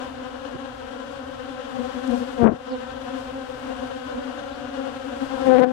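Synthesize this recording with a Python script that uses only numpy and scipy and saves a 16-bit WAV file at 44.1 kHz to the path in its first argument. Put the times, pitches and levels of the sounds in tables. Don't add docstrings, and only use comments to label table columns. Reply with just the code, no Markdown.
import sys
import numpy as np
from scipy import signal
from scipy.fft import rfft, irfft, next_fast_len
from scipy.io import wavfile
from scipy.ndimage import uniform_filter1d, minimum_filter1d, map_coordinates

SR = 44100
rng = np.random.default_rng(int(sys.argv[2]) if len(sys.argv) > 2 else 0)


def put_to_file(sound):
    columns = np.atleast_2d(sound).T
    safe = np.clip(columns, -1, 1)
    whole_steps = np.round(safe * 32767)
    wavfile.write(sys.argv[1], SR, whole_steps.astype(np.int16))


N = 252252
TIME = np.arange(N) / SR

# time in seconds, wingbeat of the nearest bees in Hz, activity in dB.
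SWARM_MOOD = [(0.0, 258.3, -55), (0.2, 265, -61), (0.75, 262.7, -59.5), (1.15, 260, -58),
              (1.6, 261.2, -58.5), (1.85, 257.4, -53.5), (2.15, 248.9, -52), (2.4, 255.0, -55.5),
              (2.62, 260, -60), (3.0, 260.0, -57.5), (3.2, 258.7, -54.5), (3.45, 270, -56),
              (3.7, 264.4, -54.5), (4.5, 260, -58), (5.05, 267.9, -55), (5.27, 266, -52.5),
              (5.5, 263.1, -52.5)]
# harmonic number, relative level in dB.
CLOSE_STROKE = [(1, 3), (2, 11), (3, 2), (4, -8), (5, -17.5), (6, -13.5), (8, -25), (11, -52), (16, -55),
                (24, -52.5), (40, -54)]


def amp(db):
    return 10 ** (np.asarray(db) / 20)


def unit(x):
    return x / np.sqrt(np.mean(x ** 2) + 1e-20)


def along(points, hz):
    freqs, values = np.transpose(points)
    return np.interp(np.log(hz + 1e-6), np.log(freqs), values)


def curves(rows, t=TIME):
    times, *columns = np.transpose(rows)
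    return [np.interp(t, times, column) for column in columns]


def wobble(rate, t=TIME):
    coarse = np.linspace(t[0], t[-1], 2000)
    knots = rng.standard_normal(size=1024)
    return np.interp(t, coarse, map_coordinates(knots, [coarse * rate], mode="wrap"))


def filtered(x, response):
    size = next_fast_len(N + SR // 4)
    return irfft(rfft(x, size) * response(np.fft.rfftfreq(size, 1 / SR)), size)[..., :N]


def noise(colour):
    return unit(filtered(rng.standard_normal(N), lambda hz: amp(along(colour, hz))))


def ports(pan_db):
    return amp([[min(pan_db, 0)], [min(-pan_db, 0)]])


def swells(rows):
    return sum(ports(pan_db) * amp(db) * np.exp(-((TIME - s) / half) ** 2 / 2)
               for s, db, half, pan_db in rows)


def outdoors(level_db=-47.5, width=0.48):
    # frequency in Hz, relative density in dB.
    rumble = [(15, -21.5), (30, -5), (52, 5), (75, 5), (105, -4), (130, 5), (165, -21.5), (330, -18.5),
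              (450, -4), (1000, -7.5), (4000, -31.5), (15000, -47.5)]
    gain = amp(level_db + 1.7 * wobble(7))
    return gain * unit(noise(rumble) + width * np.array([noise(rumble), noise(rumble)]))


def bird():
    # centre in seconds, level in dB, half length in seconds, centre pitch in Hz,
    # glide in octaves per second.
    chirps = [(2.73, -47, 0.032, 4210, -8), (4.532, -45, 0.0193, 3800, 10.5)]
    out = np.zeros(N)
    hoarse = noise([(150, 0), (550, -2), (1000, -16), (2000, -70)])
    for s, db, half, hz, glide in chirps:
        progress = np.clip((TIME - s) / half, -6, 6)
        pitch = hz * 2 ** (glide * half * progress)
        out += amp(db) * np.exp(-progress ** 2 / 2) * hoarse * np.sin(2 * np.pi * np.cumsum(pitch) / SR)
    return ports(pan_db=10) * out


def air_wafts():
    # centre in seconds, level in dB, half length in seconds, pan in dB.
    wafts = [(0.557, -29, 0.0088, -24), (2.43, -34, 0.011, -11), (2.44, -10, 0.0086, 28),
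             (2.526, -14.5, 0.0092, 25), (5.51, -36.5, 0.054, -3)]
    air = noise([(30, -20.5), (80, -10), (130, -3.5), (200, -10.5), (380, -5), (600, -23.5),
                 (2000, -49), (8000, -83)])
    return swells(wafts) * air


def flower_ticks(decay_s=0.0024):
    # time in seconds, level in dB, pan in dB.
    bumps = [(2.077, -40, 23), (2.111, -43, 7), (5.4, -58, 0.5)]
    spikes = sum(ports(pan_db) * amp(db) * np.exp(-np.abs(TIME - s) / decay_s) for s, db, pan_db in bumps)
    return spikes * noise([(800, -38), (3500, 1), (9000, -4), (15000, -19)])


def far_bee(beat_hz, scatter, count=40, size=2048):
    k = np.arange(1, count + 1)
    phases = scatter * np.sqrt(k) * rng.standard_normal((2, count))
    harmonics = np.zeros((2, size // 2 + 1), complex)
    harmonics[:, k] = np.exp(1j * phases) * amp(2 * rng.standard_normal(count))
    cycles = irfft(harmonics) * size / np.sqrt(2)
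    place = (np.cumsum(beat_hz) / SR + rng.random()) % 1 * size
    return np.array([np.interp(place, np.arange(size), cycle, period=size) for cycle in cycles])


def bee_crowd(count=17):
    crowd = np.zeros((2, N))
    for rank in np.linspace(-1, 1, count):
        beat_hz = 263 + 14 * rank + 13 * np.tanh(wobble(4)) + 6 * wobble(24)
        nearness_db = 2.8 * np.tanh(wobble(3.876)) + 3.85 * wobble(55)
        port_db = 1.5 * np.array([wobble(10), wobble(7.3)])
        crowd += unit(amp(nearness_db + port_db)) * far_bee(beat_hz, scatter=0.93) / np.sqrt(count)
    return crowd


def hum(crowd, beat_hz, lag_s=0.0003):
    # frequency in Hz, gain in dB.
    left_eq = [(255, -36.5), (510, -32.5), (770, -43), (1030, -42.5), (1280, -43), (1540, -41),
               (1800, -50.5), (2200, -58.5), (2850, -50.5), (3450, -53), (4100, -60), (7000, -68),
               (10000, -78.5)]
    right_eq = [(255, -40.5), (510, -40), (770, -43), (1030, -101), (1280, -53), (1540, -54.5),
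                (2050, -66.5), (2900, -59), (4000, -73), (7000, -83), (10000, -103.5)]
    sway = np.tanh(np.array([wobble(11), wobble(14)]) + 2.2 * wobble(45))
    hoverer = unit(amp(4.1 * sway)) * far_bee(beat_hz, scatter=0.79)
    left, right = (amp(-1.4) * crowd + amp(-13.5) * hoverer) * amp(0.66 * wobble(9))
    left = filtered(left, lambda hz: amp(along(left_eq, hz)))
    right = filtered(right, lambda hz: amp(along(right_eq, hz)) * np.exp(-2j * np.pi * hz * lag_s))
    return np.array([left, right])


def swarm(calm_db=-57, hum_follows=0.54, sizzle_follows=1.6):
    # frequency in Hz, relative density in dB.
    rustle_colour = [(300, 8.5), (1000, 7.5), (2100, 1.5), (3100, -3), (4500, -4.5), (7000, -14),
                     (10000, -16), (12000, -21.5), (15500, -25.5)]
    sizzle_colour = [(2000, -29), (5000, -3), (8000, 8), (11000, -11), (15500, -16)]
    hover_hz, activity_db = curves(SWARM_MOOD)
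    excitement_db = activity_db - calm_db
    crowd = bee_crowd()
    beat_hz = hover_hz + 5.5 * wobble(30)
    drone = amp(hum_follows * excitement_db) * hum(crowd, beat_hz)
    rustle = amp(activity_db) * amp([[11.5], [-8.5]]) * [noise(rustle_colour), noise(rustle_colour)]
    sizzle_gain = ports(pan_db=15.5) * amp(-68.5 + sizzle_follows * excitement_db)
    sizzle = sizzle_gain * [noise(sizzle_colour), noise(sizzle_colour)]
    puffs = unit(amp(1.1 * np.cos(2 * np.pi * np.cumsum(beat_hz) / SR)))
    return drone + amp(1.2 * wobble(21.15)) * puffs * (rustle + sizzle)


def whirrs():
    # centre in seconds, level in dB, half length in seconds, pan in dB.
    brushes = [(1.127, -56, .012, 13), (2.178, -49, 0.037, 20), (2.275, -60, 0.024, 6),
               (2.33, -53, 0.012, 18), (3.2, -54.5, 0.051, 20), (5.253, -53, 0.027, 16),
               (5.468, -49, 0.016, 16), (5.603, -40.5, .009, 22)]
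    # frequency in Hz, relative density in dB.
    colour = [(2000, -16), (4500, 11), (8000, 6.5), (11000, -1), (15500, -12)]
    hover_hz, _ = curves(SWARM_MOOD)
    puffs = unit(amp(3 * np.cos(2 * np.pi * np.cumsum(hover_hz) / SR)))
    return swells(brushes) * puffs * [noise(colour), noise(colour)]


def near_bee(t, beat_hz, overtones_db, edge_db=0, stroke=CLOSE_STROKE, flutter=0.022, turning_db=5):
    edge_share = [(3, 0.073), (6, 0.35), (11, 0.46), (16, 0.62), (22, 0.33), (40, 0.22)]
    phase = 2 * np.pi * (np.cumsum(beat_hz * (1 + flutter * wobble(90, t))) / SR + rng.random())
    k = np.arange(1, 41)[:, None]
    turning = np.array([wobble(40, t) for _ in range(4)])[np.arange(len(k)) % 4]
    tone_db = along(stroke, k) + (k > 1) * overtones_db + along(edge_share, k) * edge_db
    gains = amp(tone_db + (k > 2) * turning_db * turning)
    pressure = -np.sum(gains * np.cos(k * phase + 0.5 * np.log(k)), 0)
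    return pressure / np.sqrt(np.sum(gains ** 2, 0) / 2)


def flybys(doppler=0.01543, port_gap_s=0.00045):
    # closest moment in seconds, level in dB, half length in seconds, wingbeat in Hz,
    # overtone lift in dB, pan in dB.
    passes = [(0.627, -33, 0.028, 263.3, -32, 1), (1.762, -25, .022, 259.2, -8, 27),
              (1.803, -21, .028, 248, -14.5, 30), (1.852, -31, .018, 256, 1, 14),
              (1.979, -23.5, .023, 244.7, -15.5, 19), (2.095, -16.5, .022, 256.7, -18, 16),
              (2.137, -15.5, .03, 244.5, -15, 23), (2.175, -24.5, 0.022, 243.8, -17, 16),
              (2.217, -20.5, .022, 243.7, -12, 9.5), (2.737, -21.5, .03, 256, -9.5, -12),
              (3.157, -28, .042, 262, -16, 32), (3.371, -32.5, 0.044, 268, -13, -2.5),
              (3.719, -27.5, .046, 258.6, -8.5, 18), (4.182, -26.5, 0.03, 259.5, -11, -8),
              (4.291, -28, .06, 257, -19, 8), (4.796, -26, .05, 265.7, -10.5, 10),
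              (4.882, -26.5, .03, 267.6, -8, 18), (5.086, -28, 0.023, 270, -24, 15),
              (5.228, -19, 0.015, 265.7, -18, 9), (5.335, -25, .03, 267.6, -11, 25)]
    out = np.zeros((2, N))
    for s, db, half, beat_hz, overtones_db, pan_db in passes:
        near = np.abs(TIME - s) < 5 * half
        t = TIME[near]
        position = (t - s) / half
        swell = signal.windows.tukey(len(t)) / (1 + position ** 2) ** (3 / 2)
        buzz = amp(db) * swell * near_bee(t, beat_hz * (1 - doppler * np.tanh(position)), overtones_db)
        right = np.interp(t - np.sign(pan_db) * port_gap_s, t, buzz)
        out[:, near] += ports(pan_db) * [buzz, right]
    return out


def skim(path, stroke, rasp_colour, rasp_db, polarity, rasp_follows=0.7, far_cap_db=-34):
    wash = noise([(20, -30), (70, -24), (130, -9), (200, 0.5), (400, 0.5), (800, -6.5), (1600, -17.5),
                  (2500, -39.5), (6000, -73), (15000, -75)])
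    rasp = noise(rasp_colour)
    near = (TIME > path[0][0]) & (TIME < path[-1][0])
    t = TIME[near]
    beat_hz, db, overtones_db, edge_db, wash_db = curves(path, t)
    buzz = near_bee(t, beat_hz, overtones_db, edge_db, stroke, flutter=0.0071, turning_db=2.9)
    air = amp(wash_db) * wash[near] * unit(amp(-1.5 * buzz))
    air += amp(rasp_db + rasp_follows * edge_db) * rasp[near] * unit(amp(-6 * buzz))
    left = amp(db) * (polarity * buzz + air)
    right = near_bee(t, beat_hz, overtones_db=-13) / (amp(-db) + amp(-far_cap_db))
    out = np.zeros((2, N))
    out[:, near] = signal.windows.tukey(len(t), 0.02) * [left, right]
    return out


def darting_bee():
    path = [(2.375, 241, -32, 2, -1, -15), (2.395, 237.7, -18.5, 2, 0, -15),
            (2.41, 235.2, -14, -3, -3, -19), (2.425, 235.7, -10.5, 2, -1, -24), (2.438, 226, -15, 5, 3, -1),
            (2.452, 229.2, -0.5, -1, 0, -7), (2.463, 225.5, 7.5, -21.5, -1, -4.5),
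            (2.476, 209.7, -0.5, -4.5, 20, -3), (2.484, 218, -3.5, 0, 4, -3.5),
            (2.494, 210, -7, -7, -3, -0.5), (2.506, 234.6, -20.5, 2, -3, 1.5),
            (2.52, 246, -18, -3, -4, -3.5), (2.54, 248, -27, 5, 1, -8), (2.565, 243, -31, 3, 2, -4)]
    # harmonic number, relative level in dB.
    back_stroke = [(1, 2.5), (2, -0.5), (3, -7.5), (4, -19), (5, -25), (6, -29), (8, -39), (11, -58),
                   (16, -61), (40, -79)]
    # frequency in Hz, relative density in dB.
    rasp_colour = [(400, -4), (900, 12), (1600, 5), (2200, -2), (3100, -12), (4200, -30), (8000, -39),
                   (15000, -62)]
    return skim(path, back_stroke, rasp_colour, rasp_db=-22, polarity=-1)


def approaching_bee():
    path = [(5.36, 262, -33.5, -10, -7, -16), (5.42, 269.4, -20, -12.5, -9, -22),
            (5.447, 257, -25, 0, -3, -20), (5.47, 265.9, -13, -2.5, 10, -23),
            (5.49, 257.9, -9.5, -7, 3.5, -16.5), (5.525, 257, -5.5, -1.5, 2, -19),
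            (5.556, 250.2, -5, 0.5, 11, -24), (5.58, 251, -10, -7, 20, -22),
            (5.591, 276.4, -3.5, -11, 13.5, -21.5), (5.604, 242.5, -2, -5, 5, -15),
            (5.615, 249, 6.5, -4, 3, -17), (5.625, 254, 2.5, 8, 13, -8.5), (5.635, 261, 9.5, -7, 18, -22),
            (5.644, 246.7, 9, -3, 17, -13), (5.653, 243, -3, -2.5, 6, -17),
            (5.67, 257.2, -5, -11, 0.5, -13), (5.695, 254, -11.5, -12, 8.5, -18),
            (5.73, 263, -16, -5, 3, -21)]
    # frequency in Hz, relative density in dB.
    rasp_colour = [(500, -0.5), (1500, 5.5), (2300, 3.5), (3700, -2), (5200, -23), (10000, -26),
                   (15000, -44)]
    return skim(path, CLOSE_STROKE, rasp_colour, rasp_db=-33, polarity=1)


def scene():
    bees = darting_bee() + approaching_bee() + swarm() + flybys() + whirrs()
    return bees + air_wafts() + flower_ticks() + bird() + outdoors()


def record(dry, ceiling=0.98, release_s=0.064, window=256, top_hz=15760):
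    peak = -minimum_filter1d(-np.abs(dry).max(0), 2 * window)
    excess_db = np.maximum(20 * np.log10(peak / ceiling + 1e-9), 1e-9)
    duck_db = np.exp(np.maximum.accumulate(np.log(excess_db) + TIME / release_s) - TIME / release_s)
    return filtered(dry * uniform_filter1d(amp(-duck_db), window), lambda hz: hz < top_hz)


dry = scene()
out = record(dry)
put_to_file(out)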